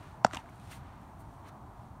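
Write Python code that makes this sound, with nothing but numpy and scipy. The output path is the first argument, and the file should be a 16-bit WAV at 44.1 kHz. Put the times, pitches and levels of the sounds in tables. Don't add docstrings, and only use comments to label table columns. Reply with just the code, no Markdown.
import sys
import numpy as np
from scipy import signal
from scipy.fft import rfft, irfft
from scipy.io import wavfile
from scipy.ndimage import uniform_filter1d

SR = 44100
rng = np.random.default_rng(int(sys.argv[2]) if len(sys.argv) > 2 else 0)


def transcribe(signal):
    frames = np.atleast_2d(signal).T
    limited = np.clip(frames, -1, 1)
    pcm = np.round(limited * 32767).astype(np.int16)
    wavfile.write(sys.argv[1], SR, pcm)


def nominal_scale(level):
    x = np.asarray(level, float) / 20
    return 10 ** x


N = 88200


def curve(points, hz):
    f, db = np.transpose(points)
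    f = np.r_[f[0] * .6, f, f[-1] * 1.1]
    db = np.r_[-50, db, -60]
    return nominal_scale(np.interp(np.log(hz + 1), np.log(f), db))


def evened(x):
    return x / np.sqrt(np.mean(x ** 2) + 1e-20)


def coloured(x, points, tilt_db=0):
    hz = np.fft.rfftfreq(len(x), 1 / SR)
    tilt = nominal_scale(tilt_db * np.log2(hz / 4000 + 0.0009))
    return evened(irfft(rfft(x) * curve(points, hz) * tilt, len(x)))


def add(mix, start_s, sound):
    part = mix[round(start_s * SR):][:len(sound)]
    part += sound[:len(part)]


def ring(db, hz, t60_s, rise_s=0.0003):
    t = np.arange(6000) / SR
    envelope = nominal_scale(db - 60 * t / t60_s) * (1 - np.exp(-t / rise_s))
    return envelope * np.sin(2 * np.pi * hz * t)


def burst(db, t60_s, points, tilt_db=0):
    t = np.arange(4096) / SR
    envelope = nominal_scale(db - 60 * t / t60_s) * np.minimum(t / 0.00026, 1)
    return envelope * coloured(rng.standard_normal(4096), points, tilt_db)


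def snap(db, points):
    n = np.arange(1024)
    pulse = coloured(n == 64, points)
    return -nominal_scale(db) * pulse / pulse.max() * np.minimum(n / 40, 1)


def bed(points, size, patchy_db, flicker_db):
    frames = 4 * N // size + 5
    hz = np.fft.rfftfreq(size, 1 / SR)
    real, imag, patches = rng.standard_normal((frames, len(hz), 3)).T
    patches = uniform_filter1d(patches, size=8, axis=0)
    patches = evened(uniform_filter1d(patches, size=8, axis=1))
    flicker = evened(uniform_filter1d(rng.standard_normal(frames), size=4))
    level = nominal_scale(patchy_db * patches + flicker_db * flicker)
    spectra = (real + 1j * imag) * curve(points, hz)[:, None] * level
    return evened(signal.istft(spectra, nperseg=size, noverlap=3 * size // 4)[1][:N])


def air():
    wind_db, road_db = -50.5, -55
    # time in seconds, wind level in dB, road level in dB.
    gusts = [(0.0, -52.5, -55.5), (0.23, -53.5, -55.5), (0.56, -52, -57), (0.73, -50.5, -56.5),
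             (1.09, -52.5, -57), (1.54, -52.5, -55.5), (2.0, -52, -58)]
    # frequency in Hz, level in dB per Hz.
    wind_spectrum = [(28, -25), (42, 0), (70, -1.5), (115, 1), (160, -6.5), (270, -10), (380, -18),
                     (500, -28)]
    # frequency in Hz, level in dB per Hz.
    road_spectrum = [(330, -9.5), (520, -13.5), (680, -2.5), (950, -1.5), (1650, -17.5), (2800, -30.5),
                     (5000, -34), (15500, -41)]
    s, wind_course_db, road_course_db = np.transpose(gusts)
    t = np.arange(N) / SR
    wind_gain = nominal_scale(wind_db + np.interp(t, s, wind_course_db - wind_course_db.mean()))
    road_gain = nominal_scale(road_db + np.interp(t, s, road_course_db - road_course_db.mean()))
    wind = wind_gain * bed(wind_spectrum, size=2048, patchy_db=.2, flicker_db=.1)
    road = road_gain * bed(road_spectrum, size=512, patchy_db=.6, flicker_db=.4)
    return wind + road


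def scuffs():
    grains_per_s, grain_db, hiss_gain = 7000, 2.6, .8
    # peak in seconds, rise in seconds, fall in seconds, rms in dB, brightness in dB per octave.
    strokes = [(.02, 0.095, 0.15, -61, -4), (.352, 0.011, 0.011, -51.5, -6),
               (.37, 0.066, 0.038, -55.5, -4.5), (.393, .012, 0.017, -64.5, -3.5),
               (.47, 0.061, 0.063, -65.5, -5), (0.689, 0.11, 0.016, -63, -0.5),
               (.722, 0.018, 0.02, -52.5, 1), (.727, 0.008, 0.011, -65, -6), (.755, 0.018, 0.03, -60, 1.5),
               (.86, 0.1, 0.22, -63, -6.5), (1.205, .012, 0.016, -69, 8), (1.33, 0.12, 0.12, -73.5, 0.5),
               (1.46, .025, .025, -64, -7), (1.487, 0.026, 0.015, -63.5, -4), (1.488, 0.019, 0.011, -75, 3),
               (.55, 0.041, 0.053, -76, 0), (1.08, 0.086, 0.14, -82, 6), (1.8, .1, 0.17, -73.5, -0.5)]
    # frequency in Hz, level in dB per Hz.
    grit_spectrum = [(710, -48), (1200, -2.5), (2570, -7), (3110, -8), (7810, -15), (8510, -12),
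                     (15500, -23.5)]
    t, out = np.arange(N) / SR, np.zeros(N)
    sizes = nominal_scale(grain_db * np.minimum(rng.exponential(1, N), 5)) * rng.choice([-1., 1.], N)
    grains = evened(sizes * (rng.random(N) < grains_per_s / SR))
    grit = grains + hiss_gain * rng.standard_normal(N)
    for peak_s, rise_s, fall_s, db, tilt_db in strokes:
        stroke = np.exp(-((t - peak_s) / np.where(t < peak_s, rise_s, fall_s)) ** 2)
        out += nominal_scale(db) * stroke * coloured(grit, grit_spectrum, tilt_db)
    return out


def pocket_air():
    level_db, first_db, swell_s, bite_s, t60_s = -5.3, -7.1, .0023, .00033, .009
    end_hz, sag_hz, sag_s = 300, 736, .0047
    t = np.arange(3000) / SR
    phase = 2 * np.pi * (end_hz * t + sag_hz * sag_s * (1 - np.exp(-t / sag_s)))
    swell_db = first_db * np.maximum(1 - t / swell_s, 0)
    decay_db = -60 * np.maximum(t - swell_s, 0) / t60_s
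    return (1 - np.exp(-t / bite_s)) * nominal_scale(level_db + swell_db + decay_db) * np.sin(phase)


def pop():
    pop_s = .24715
    # start in seconds, rms in dB, T60 in seconds, brightness in dB per octave.
    cracks = [
        (0.2421, -51, 0.041, -3),
        (.2470, -29, .005, 2.5),
        (0.2481, -30, 0.008, 1.5),
        (0.249, -45, 0.045, 2),
        (0.2672, -48, 0.012, 4),
        (0.2648, -50, 0.008, 10),
    ]
    # frequency in Hz, level in dB per Hz.
    crack_spectrum = [(1700, -20), (2600, -5), (4200, -5), (5500, -2.5), (7500, -9.5), (9500, -22.5),
                      (12000, -29), (15500, -40)]
    # delay in seconds, level in dB, frequency in Hz, T60 in seconds.
    laces = [
        (0.0012, -31, 5900, 0.0073),
        (0.0018, -34, 4100, 0.010),
        (0.0013, -25, 7290, 0.008),
        (0.0014, -39, 4600, 0.0054),
        (.0005, -30, 2550, 0.013),
        (0.0033, -30, 2080, 0.013),
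        (0.00093, -35, 2850, 0.009),
        (0.001, -39, 4400, 0.0065),
        (.0178, -40, 8200, .006),
        (0.0198, -45, 8400, .006),
    ]
    out = np.zeros(N)
    add(out, pop_s, pocket_air())
    add(out, pop_s + .00008, ring(.8, 1374, .0067, rise_s=.0012))
    add(out, pop_s + .00093, ring(-5.8, 200, .019, rise_s=.005))
    add(out, pop_s + .00004 - 64 / SR, snap(-11.5, crack_spectrum))
    for delay_s, db, hz, t60_s in laces:
        add(out, pop_s + delay_s, ring(db, hz, t60_s))
    for start_s, db, t60_s, tilt_db in cracks:
        add(out, start_s, burst(db, t60_s, crack_spectrum, tilt_db))
    return out


def click(out, start_s, db, t60_s, points):
    add(out, start_s, burst(db, t60_s, points))
    add(out, start_s - 50 / SR, snap(db + 5.5, points))


def slides():
    # start in seconds, level in dB, start pitch in Hz, pitch drop in Hz per second, length in seconds.
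    glides = [
        (.2476, -25, 5900, 800000, .0026),
        (.3704, -35, 3800, 400000, .0022),
        (.3878, -41, 950, 9000, .0105),
    ]
    out = np.zeros(N)
    for start_s, db, hz, drop_hz_per_s, length_s in glides:
        t = np.arange(0, length_s, 1 / SR)
        envelope = nominal_scale(db) * np.sin(np.pi * t / length_s) ** .5
        add(out, start_s, envelope * np.sin(2 * np.pi * (hz - drop_hz_per_s * t / 2) * t))
    return out


def gear():
    # start in seconds, click level in dB, ring level in dB, ring frequency in Hz, ring T60 in seconds.
    knocks = [(0.2652, -44, -27, 1260, 0.011), (0.3035, -54, -50, 1160, 0.029),
              (0.3105, -56, -35, 1430, 0.014), (0.3112, -54, -44, 4700, .006),
              (.3165, -54, -46, 1000, .015), (0.3237, -49, -40, 1490, 0.0054),
              (0.3295, -45, -51, 1190, 0.016), (0.334, -33.5, -30.5, 1274, 0.012),
              (0.3371, -39, -36, 1950, 0.012), (0.3429, -41, -36, 1090, 0.012),
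              (0.3466, -30.5, -39, 5960, 0.0039), (0.3478, -42, -38, 3300, 0.010),
              (0.3515, -43, -41, 1700, 0.014), (0.357, -41, -38, 1110, 0.014),
              (0.3681, -39, -37, 1140, 0.011), (.3702, -34.5, -47, 3530, 0.0099),
              (0.3718, -46, -28, 2820, 0.010), (0.3781, -50, -49, 750, .03), (0.3885, -60, -51, 770, 0.029),
              (.4590, -64, -49, 1550, 0.022), (.4900, -65, -49, 2230, 0.014),
              (0.599, -55.5, -57, 2520, 0.015), (0.675, -58, -51, 2600, .01), (.7195, -50, -46, 1910, .012),
              (0.7252, -57, -43, 2700, 0.02), (.7320, -56, -44.5, 2070, 0.021),
              (1.4890, -49, -52, 6760, 0.0031), (1.4945, -58, -57, 3500, .008)]
    # frequency in Hz, level in dB per Hz.
    click_spectrum = [(480, -40), (700, -2.5), (2130, -4), (4680, -14.5), (5900, -10.5), (8870, -18),
                      (15500, -62)]
    # start in seconds, rms in dB.
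    ticks = [(0.333, -50.5), (0.3468, -52), (.3685, -54), (.3532, -48), (0.338, -57), (.3435, -61),
             (.3575, -58), (0.371, -54), (.3775, -60), (.7115, -56), (.7205, -55), (.7275, -56),
             (.7330, -57), (.7480, -57), (.7540, -57), (.4940, -58), (.4985, -59), (0.5012, -63),
             (.6400, -66), (.5580, -60), (0.599, -58), (.6200, -62), (.6760, -58), (1.015, -62),
             (1.339, -63), (1.4843, -57), (1.489, -59), (1.524, -64)]
    # frequency in Hz, level in dB per Hz.
    tick_spectrum = [(2500, -13), (5000, -1), (8500, -5), (12000, 2), (15500, -14)]
    # start in seconds, level in dB, frequency in Hz, T60 in seconds.
    thuds = [(.3360, -29.5, 302, 0.027), (.3430, -38, 250, 0.03), (.3530, -37, 57, 0.066),
             (.3830, -38, 104, 0.043), (.3790, -39, 70, 0.048), (.3690, -33.5, 250, 0.034),
             (.3350, -32, 650, .025), (0.44, -50.5, 690, 0.073), (.3690, -31, 730, .025),
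             (.3672, -29, 907, 0.031), (.3560, -37, 1050, .02), (.3920, -42, 740, 0.032),
             (.2492, -29.5, 270, 0.028), (.3570, -36, 718, 0.031), (.2540, -36.5, 126, 0.08)]
    out = np.zeros(N)
    for start_s, click_db, ring_db, hz, t60_s in knocks:
        click(out, start_s, click_db, .007, click_spectrum)
        add(out, start_s, ring(ring_db, hz, t60_s))
        add(out, start_s, ring(ring_db - 7.0, 1.277 * hz, 0.66 * t60_s))
    for start_s, db in ticks:
        click(out, start_s, db, .0041, tick_spectrum)
    for start_s, db, hz, t60_s in thuds:
        add(out, start_s, ring(db, hz, t60_s, rise_s=0.0018))
    return out


def field(x):
    level_db, t60_s, gap_s = -24.5, .15, .004
    t = np.arange(8000) / SR
    taps = rng.standard_normal(8000) * nominal_scale(-60 * t / t60_s) * (t > gap_s)
    return nominal_scale(level_db) * signal.fftconvolve(x, taps / np.linalg.norm(taps))[:N]


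def scene():
    far = air() + scuffs()
    near = pop() + slides() + gear()
    return (far + near + field(near))[None]


def band_limit(x):
    return signal.sosfilt(signal.butter(12, 16380, fs=SR, output="sos"), x)


def record(dry):
    low_cut_hz, edge_hz = 43, 15950
    # centre in Hz, width in Hz, gain in dB.
    port = [(5020, 330, -4), (7900, 270, -2.5), (8660, 1100, 2), (10300, 350, -3)]
    hz = np.fft.rfftfreq(2048, 1 / SR)
    db = sum(gain_db * np.exp(-((hz - f) / width_hz) ** 2) for f, width_hz, gain_db in port)
    db = db - 70 * (hz > edge_hz)
    port_taps = signal.firwin2(1025, hz, nominal_scale(db), fs=SR)
    heard = signal.oaconvolve(dry, port_taps[None], "same")
    heard = signal.sosfilt(signal.butter(2, low_cut_hz, "high", fs=SR, output="sos"), heard)
    return band_limit(heard)


dry = scene()
out = record(dry)
transcribe(out)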